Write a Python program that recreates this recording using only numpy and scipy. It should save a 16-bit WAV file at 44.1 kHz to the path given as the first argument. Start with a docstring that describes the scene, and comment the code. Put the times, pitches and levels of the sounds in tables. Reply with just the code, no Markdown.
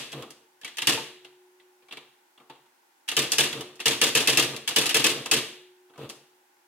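"""A small quiet room, with an electric typewriter on a desk close to a stereo microphone.
Keys click; the hammer strikes and rebounds. Each impact excites damped modes of the casing and
desk, and a rattle of modes too dense to resolve. A stepper motor moves the carriage on with a
buzzing train of pushes. The room reverberates, and a rod in the machine keeps ringing through
the pauses, over a faint hush."""
import sys
import numpy as np
from scipy import signal
from scipy.fft import rfft, irfft, next_fast_len
from scipy.io import wavfile
from scipy.ndimage import uniform_filter1d

SR = 44100
rng = np.random.default_rng(int(sys.argv[2]) if len(sys.argv) > 2 else 0)


def write(x):
    x = np.atleast_2d(x).T
    wavfile.write(sys.argv[1], SR, np.round(np.clip(x, -1, 1) * 32767).astype(np.int16))


N = 294147
LEAD = SR // 4  # samples computed before the scene opens
EARLY_BLOW_S = -.13  # this blow is still dying away at the opening

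# hammer blows: start_s, strength_db, ring_high_hz, ring_low_hz
BLOWS = [(0.8707, -0.15, 2860, 1853), (3.1664, -2.04, 3067, 1200), (3.3824, .3, 2940, 1660),
         (3.8566, -0.32, 2846, 2024), (4.014, 0.83, 2823, 1754), (4.1504, 0.6, 2590, 1752),
         (4.2731, 0.1, 2616, 2040), (4.372, 0.69, 2670, 1235), (4.7606, 0.37, 2898, 1724),
         (4.9436, -.2, 2600, 1760), (5.041, 0.16, 2540, 1737), (5.3126, -0.22, 2597, 1694)]
# the contacts of one blow: delay_s, casing_db, thud_db, knock_db, crack_db, contact_s
STROKE = [(0, -1.5, -1.5, -5.5, -2, 0.0011), (.009, -4.5, 0.5, -0.5, -9.5, 0.0014),
          (0.0193, -13.5, -2, -11.5, -9, 0.00064), (0.0236, -4, -9.5, -11.5, -5, 0.0018),
          (0.051, -7.5, -7.5, -13, -12, 0.0023), (.06, -15.5, -20.5, -16, -14, 0.00077),
          (0.073, -13.5, -22, -11.5, -18.5, 0.0023)]
# keys and small parts: start_s, casing_db, pitch_hz, knock_re_casing_db, crack_re_casing_db
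CLICKS = [(0.118, -37.5, 3340, -15, -5.5), (0.1278, -28.5, 3280, -11.5, -17), (0.2224, -35, 3410, -5, -12),
          (0.3043, -40, 3340, -21, -4.5), (0.6135, -43.5, 1710, -17, -8), (0.6325, -37, 3200, -13.5, -21.5),
          (0.6462, -25, 2264, -21.5, -13.5), (0.677, -33, 2000, -20.5, -14.5), (0.77, -31, 3170, -24, -5.5),
          (0.7831, -18.5, 2610, -24, -16), (0.8192, -18.5, 2800, -20.5, -13), (0.9745, -26, 898, -10, -29),
          (1.2464, -38.5, 2780, -15.5, -15.5), (1.598, -50.5, 1980, -15, -23), (1.822, -56, 2460, -7, -23),
          (1.8844, -46.5, 2310, -10, -15), (1.91, -33.5, 3260, -16, -27), (1.923, -31, 2810, -15, -16),
          (1.9705, -33, 2320, -13, -19), (2.376, -48.5, 3420, -8, -24), (2.399, -52.5, 2310, 1, -27),
          (2.4975, -37.5, 890, -7, -22), (2.552, -53, 920, -10, -18), (2.6574, -60, 904, -9, -15),
          (3.0791, -26, 2713, -31.5, -13.5), (3.0866, -17.5, 2913, -26, -11),
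          (3.1154, -21.5, 2870, -17.5, -12.5), (3.3187, -17, 3280, -19, -2.5), (3.3327, -19, 3465, -18, -8),
          (3.5277, -22.5, 3360, -20, -15.5), (3.6076, -28.5, 2990, -10, -10), (3.7554, -53, 2950, -7, 0.5),
          (3.7933, -37, 1880, -13, -20), (3.8012, -22.5, 2730, -20.5, -13.5), (4.563, -30, 3900, -17, -7),
          (4.6759, -14.5, 3206, -27.5, -11), (4.6881, -24, 2956, -12.5, -4.5),
          (4.7083, -23.5, 2840, -13.5, -19.5), (4.857, -18.5, 3430, -14, -9),
          (4.8642, -18, 3910, -25.5, -7.5), (4.892, -16, 2850, -25, -10.5), (4.907, -19, 3100, -20.5, -12),
          (5.2584, -24, 2650, -12.5, -11), (5.8967, -56, 3320, -1.5, -24), (5.936, -52.5, 1520, -6, -24),
          (5.957, -50.5, 2240, -4, -22), (5.977, -47.5, 2870, 3.5, -9), (6.0914, -42, 3350, -12, -4),
          (6.097, -32.5, 3220, -13, -6)]
BLOW_DB = (-9, -27, -27.5, -17)  # the four parts: casing, thud of desk, knock of platen, crack of type
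CLICK_THUD_DB, CLICK_CONTACT_S = -3, .0009  # thud relative to knock; length of the touch
def impacts():
    """Impact excitation: blows and clicks feed power to four parts and impulses to casing and desk."""
    blow_power, click_power = np.zeros((2, 4, N + LEAD))
    kicks = np.zeros((2, N + LEAD))
    for start_s, db, *_ in [(EARLY_BLOW_S, 0)] + BLOWS:
        for delay_s, *parts_db, contact_s in STROKE:
            add_contact(blow_power, kicks, start_s + delay_s, db + np.add(BLOW_DB, parts_db), contact_s)
    for start_s, db, _, knock_db, crack_db in CLICKS:
        levels_db = db + np.array([0, knock_db + CLICK_THUD_DB, knock_db, crack_db])
        add_contact(click_power, kicks, start_s, levels_db, CLICK_CONTACT_S)
    return blow_power, click_power, kicks


def add_contact(power, kicks, start_s, levels_db, contact_s):
    """Finite contact time: energy enters each part as a pulse, slowest for thud, fastest for crack."""
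    t = np.arange(1500) / SR
    pulse = t * np.exp(-t / (contact_s * np.array([[1], [2.5], [1.5], [.3]])))
    at = LEAD + round(start_s * SR)
    power[:, at:at + len(t)] += gain_of(2 * levels_db)[:, None] * pulse / pulse.sum(axis=1, keepdims=True)
    kicks[:, at + round(contact_s * SR)] += gain_of(levels_db[:2])


def metallic_rings():
    """Free vibration: each click and each blow rings briefly at a bright, metallic pitch."""
    # start_s, level_db, pitch_hz, t60_s, rise_s; a click lasts 115 cycles
    rings = [(start_s, db - 3.5, hz, 115 / hz, CLICK_CONTACT_S) for start_s, db, hz, *_ in CLICKS]
    for start_s, strength_db, high_hz, low_hz in BLOWS:
        db = BLOW_DB[0] + strength_db
        rings += [(start_s, db - 7.5, high_hz, .1, .0012),
                  (start_s + .008, db - 11.5, low_hz, .062, .004),
                  (start_s + STROKE[3][0], db - 7, 1.2 * high_hz, .04, .0006)]  # the rebound
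    out, t = np.zeros((2, N + LEAD)), np.arange(6000) / SR
    stereo_lags_s = .00009 * rng.uniform(-0.6, 1, len(rings))
    for (start_s, db, hz, t60_s, rise_s), lag_s in zip(rings, stereo_lags_s):
        envelope = gain_of(db - 60 * t / t60_s) * (1 - np.exp(-t / rise_s))
        at = LEAD + round(start_s * SR)
        out[:, at:at + len(t)] += envelope * np.sin(2 * np.pi * hz * (t + np.array([[0], [lag_s]])))
    return out


# spectra of the dense modes of casing, desk, platen and type: frequency_hz, relative_density_db
CASING_SPECTRUM = [(900, -36), (1500, -10.5), (1750, -6.5), (2200, -6), (2480, -4.5), (2610, -1.5),
                   (2720, -2), (2820, 1), (3000, -3.5), (3400, -1), (3900, -4), (4700, -11.5), (6000, -39)]
THUD_SPECTRUM = [(30, -30), (70, -22.5), (110, -18.5), (140, -1), (175, -18.5), (225, -4.5), (280, -7.5),
                 (320, -2.5), (355, -1), (400, -10), (450, 3), (520, -7.5), (620, -7.5), (900, -36)]
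KNOCK_SPECTRUM = [(500, -29.5), (700, 0.5), (900, -2.5), (1200, 1), (1400, -5.5), (1900, -30.5)]
CRACK_SPECTRUM = [(3000, -22.5), (4500, 1), (6000, -1), (8200, -4.5), (10000, -5), (13000, -9),
                  (15500, -13), (17000, -37)]
# the same four parts: level_db, t60_s, room_db, room_t60_s, gear_noise_db, grain_db, low_cut_hz
PARTS = [(-8.5, 0.11, -11.5, 0.58, -8.5, -0.5, 900), (-0.5, 0.061, -9.5, 0.48, 1, 1.7, 18),
         (-2.5, 0.11, -9, .5, -10, 2.7, 440), (3, 0.065, -13.5, 0.46, -25, 2, 3300)]
SNAP_DB, SNAP_T60_S = 4.5, .007  # the first instant of a contact, over the rattle
AIR_DB_PER_KHZ = -0.44  # reflections come back duller
def rattle(blow_power, click_power, push):
    """Modal overlap: dense modes merge into a grainy, fast-dying noise with a smoother room tail."""
    out, size = 0, N + LEAD
    spectra = CASING_SPECTRUM, THUD_SPECTRUM, KNOCK_SPECTRUM, CRACK_SPECTRUM
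    for blows, clicks, spectrum, part in zip(blow_power, click_power, spectra, PARTS):
        db, t60_s, room_db, room_t60_s, gear_db, grain_db, low_cut_hz = part
        heavy = gain_of(2 * db) * blows + gain_of(2 * (gear_db - 20)) * push ** 2
        light = gain_of(2 * db) * clicks
        grain = uniform_filter1d(rng.standard_normal(size), size=30)
        snap = gain_of(2 * SNAP_DB) * decay(heavy + light, SNAP_T60_S, rise_s=.00046)
        energy = snap + decay(heavy, t60_s, rise_s=.0014) + decay(light, t60_s, rise_s=.0013)
        direct = np.sqrt(energy) * gain_of(grain_db * grain / grain.std())
        direct = direct * stereo_noise(size, spectrum, COHERENCE)
        duller = [(hz, density_db + AIR_DB_PER_KHZ * hz / 1000) for hz, density_db in spectrum]
        reflected = gain_of(room_db) * np.sqrt(decay(heavy + light, room_t60_s, ROOM_RISE_S))
        reflected = reflected * stereo_noise(size, duller, COHERENCE)
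        out = out + high_pass(direct + reflected, low_cut_hz, order=4)
    return out


# resonances of the casing: pitch_hz, relative_level_db, t60_s
CASING_MODES = [(907, -14.5, 0.1), (1226, -16.5, 0.13), (1712, -8.5, 0.066), (1984, -14.5, 0.094),
                (2450, -18, 0.054), (2664, 3, 0.03), (2900, -8, .06), (3175, -2.5, 0.047),
                (3270, -7.5, .04)]
def casing_ring(kicks):
    """Impulse response: every contact sets the high modes of the casing ringing."""
    return resonate(gain_of(10.5) * kicks[:1], CASING_MODES, rise_s=.00023)


# resonances of the desk: pitch_hz, relative_level_db, t60_s
DESK_MODES = [(124, -14, 0.072), (221, -9.5, 0.099), (281, 0, 0.15), (355.5, -5, 0.3), (446, -2, 0.12),
              (504, -8, 0.28), (597, -3, .07)]
def desk_ring(kicks, push):
    """Structure-borne sound: contacts and motor pushes drive the low modes of the desk."""
    force = gain_of(22) * kicks[1:] + gain_of(-20.5) * push
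    return resonate(force, DESK_MODES, rise_s=.01)


# carriage moves with no blow: start_s, level_db
SPACES = [(.135, -35), (3.525, -33), (4.475, -34), (5.135, -34.5), (5.978, -36)]
ADVANCE_DELAY_S, ADVANCE_DB = .004, -35  # the move after each blow
MOVE_S, MEAN_STEP_HZ, HUM_DB = .088, 137.5, -7  # hum relative to push
def stepper_motor():
    """Periodic forcing: the motor jerks the carriage on with a train of pushes and hums at their rate."""
    blow_times_s = [EARLY_BLOW_S] + [row[0] for row in BLOWS]
    moves = SPACES + [(start_s + ADVANCE_DELAY_S, ADVANCE_DB) for start_s in blow_times_s]
    push, hum = np.zeros((2, N + LEAD))
    t = np.arange(round(MOVE_S * SR)) / SR
    steps = MEAN_STEP_HZ * t * (1 - 0.085 * (t / MOVE_S - 1))  # the steps slow a little
    for start_s, db in moves:
        envelope = gain_of(db) * signal.windows.tukey(len(t), .3)
        at = LEAD + round(start_s * SR)
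        push[at:at + len(t)] += envelope * np.exp(-(steps % 1) / 0.13)
        hum[at:at + len(t)] += gain_of(HUM_DB) * envelope * np.sin(2 * np.pi * steps)
    return push, hum


# jolts that set the rod ringing anew: start_s, level_db, loss_db_per_s
ROD_JOLTS = [(0.0, -63, 16.5), (0.9, -52, 15), (2.0, -65.5, 38), (2.4, -66, 30), (2.66, -80, 35.5),
             (3.4, -49.5, 14), (4.4, -58.5, 50.5), (5.33, -52, 17), (6.05, -59, 32)]
ROD_HZ, ROD_RISE_S = 364.4, .03
def rod():
    """Light damping: one mode decays slowly from each jolt to the next; its level wavers a little."""
    t = np.arange(N) / SR
    jolts = np.transpose(ROD_JOLTS)
    latest = np.maximum(np.searchsorted(jolts[0], t) - 1, 0)
    start_s, db, loss_db_per_s = jolts[:, latest]
    level = uniform_filter1d(gain_of(db - loss_db_per_s * (t - start_s)), size=round(ROD_RISE_S * SR))
    waver_db = 0.5 * sum(np.sin(2 * np.pi * (hz * t + rng.random())) for hz in np.geomspace(3, 25, 8))
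    return level * gain_of(waver_db) * np.sqrt(2) * np.sin(2 * np.pi * ROD_HZ * t)


# left-right likeness of the machine and its reflections: frequency_hz, correlation
COHERENCE = [(60, 1), (200, .999), (400, 1), (700, 0.92), (1500, 0.61), (3000, 0.54), (5000, -0.49),
             (9000, 0.37), (15000, -0.7)]
ROOM_T60_S, ROOM_RISE_S = .37, .019  # the rise lasts until the reflections are dense
def room(sound):
    """Reverberation: diffuse reflections give the clear modes an exponentially decaying tail."""
    t = np.arange(SR // 2) / SR
    white = stereo_noise(len(t), [(20, 0), (20000, 0)], COHERENCE)
    tail = white * gain_of(-60 * t / ROOM_T60_S) * (1 - np.exp(-t / ROOM_RISE_S))
    tail = high_pass(tail, 170)  # thin walls let the bass out
    return convolve(sound.mean(0)[None], tail)


# background noise of the room: frequency_hz, relative_density_db
HUSH_SPECTRUM = [(35, -63), (60, -47), (323, -11.5), (354, -2.5), (398, -16), (682, -14.5), (822, -2.5),
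                 (1250, -15.5), (1470, -8.5), (1580, -11), (3760, -19.5), (5460, -19.5), (16000, -23.5)]
# its left-right likeness: frequency_hz, correlation
HUSH_COHERENCE = [(100, 0.96), (400, 0.54), (800, .2), (1500, .01)]
def hush():
    """Stationary noise: a faint, steady floor under the machine."""
    return gain_of(-64.5) * stereo_noise(N, HUSH_SPECTRUM, HUSH_COHERENCE)


def gain_of(db):
    """Decibels to amplitude ratio; doubling the decibels gives the power ratio."""
    return 10 ** (np.asarray(db) / 20)


def curve_at(points, hz):
    """Interpolation on a logarithmic frequency axis."""
    points_hz, values = np.transpose(points)
    return np.interp(np.log(hz + 1), np.log(points_hz + 1), values)


def high_pass(sound, hz, order=2):
    """Butterworth filtering: the level falls away below the cutoff."""
    return signal.sosfilt(signal.butter(order, hz, "high", fs=SR, output="sos"), sound)


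def stereo_noise(length, spectrum, coherence):
    """Partial coherence: two channels of coloured noise, alike in the bass and less so in the treble."""
    size = next_fast_len(length)
    hz = np.fft.rfftfreq(size, 1 / SR)
    left, independent = rfft(rng.standard_normal((2, size)))
    correlation = curve_at(coherence, hz)
    right = correlation * left + np.sqrt(1 - correlation ** 2) * independent
    pair = irfft(np.array([left, right]) * gain_of(curve_at(spectrum, hz)), size)
    return pair[:, :length] / np.sqrt(np.mean(pair ** 2))


def convolve(drive, response):
    """Linear response: the drive convolved with an impulse response scaled to unit energy."""
    energy = np.mean(np.sum(response ** 2, axis=1))
    return signal.oaconvolve(drive, response / np.sqrt(energy), axes=1)[:, :drive.shape[1]]


def resonate(force, modes, rise_s):
    """Modal superposition: a force excites damped sines; high ones reach the channels out of phase."""
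    hz, db, t60_s = np.transpose(modes)[:, :, None]
    t = np.arange(SR // 3) / SR
    phase = 2 * np.pi * hz * t + rng.uniform(0, 2 * np.pi, hz.shape)
    phase_lag = np.arccos(curve_at(COHERENCE, hz)) * rng.choice([-1, 1], hz.shape)
    envelope = gain_of(db - 60 * t / t60_s) * (1 - np.exp(-t / rise_s))
    response = np.array([(envelope * np.sin(phase + lag)).sum(0) for lag in (0, phase_lag)])
    return convolve(force, response)


def decay(power, t60_s, rise_s):
    """Energy decay: power fed in builds up briefly, then dies away exponentially."""
    t = np.arange(SR) / SR
    shape = gain_of(-120 * t / t60_s) * (1 - np.exp(-t / rise_s))
    return abs(signal.oaconvolve(power, shape)[:len(power)])


def scene():
    """Superposition: rattle, modes, motor and reverberation add up over the hush and the rod."""
    blow_power, click_power, kicks = impacts()
    push, hum = stepper_motor()
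    clatter = rattle(blow_power, click_power, push)
    ringing = casing_ring(kicks) + metallic_rings()
    desk = desk_ring(kicks, push)
    reverberation = gain_of(-15) * room(ringing) + gain_of(-16.5) * room(desk)
    typewriter = clatter + ringing + desk + hum + reverberation
    balance = gain_of([[.3], [-.3]])  # slightly to the left
    return typewriter[:, LEAD:] * balance + hush() + rod()


def record(dry):
    """Band limiting: the microphone drops the deep bass, and a low-pass removes the highest treble."""
    low_pass = signal.firwin(511, 16500, window=("kaiser", 9), fs=SR)
    return signal.oaconvolve(high_pass(dry, 85), low_pass[None], "same")


dry = scene()
out = record(dry)
write(out)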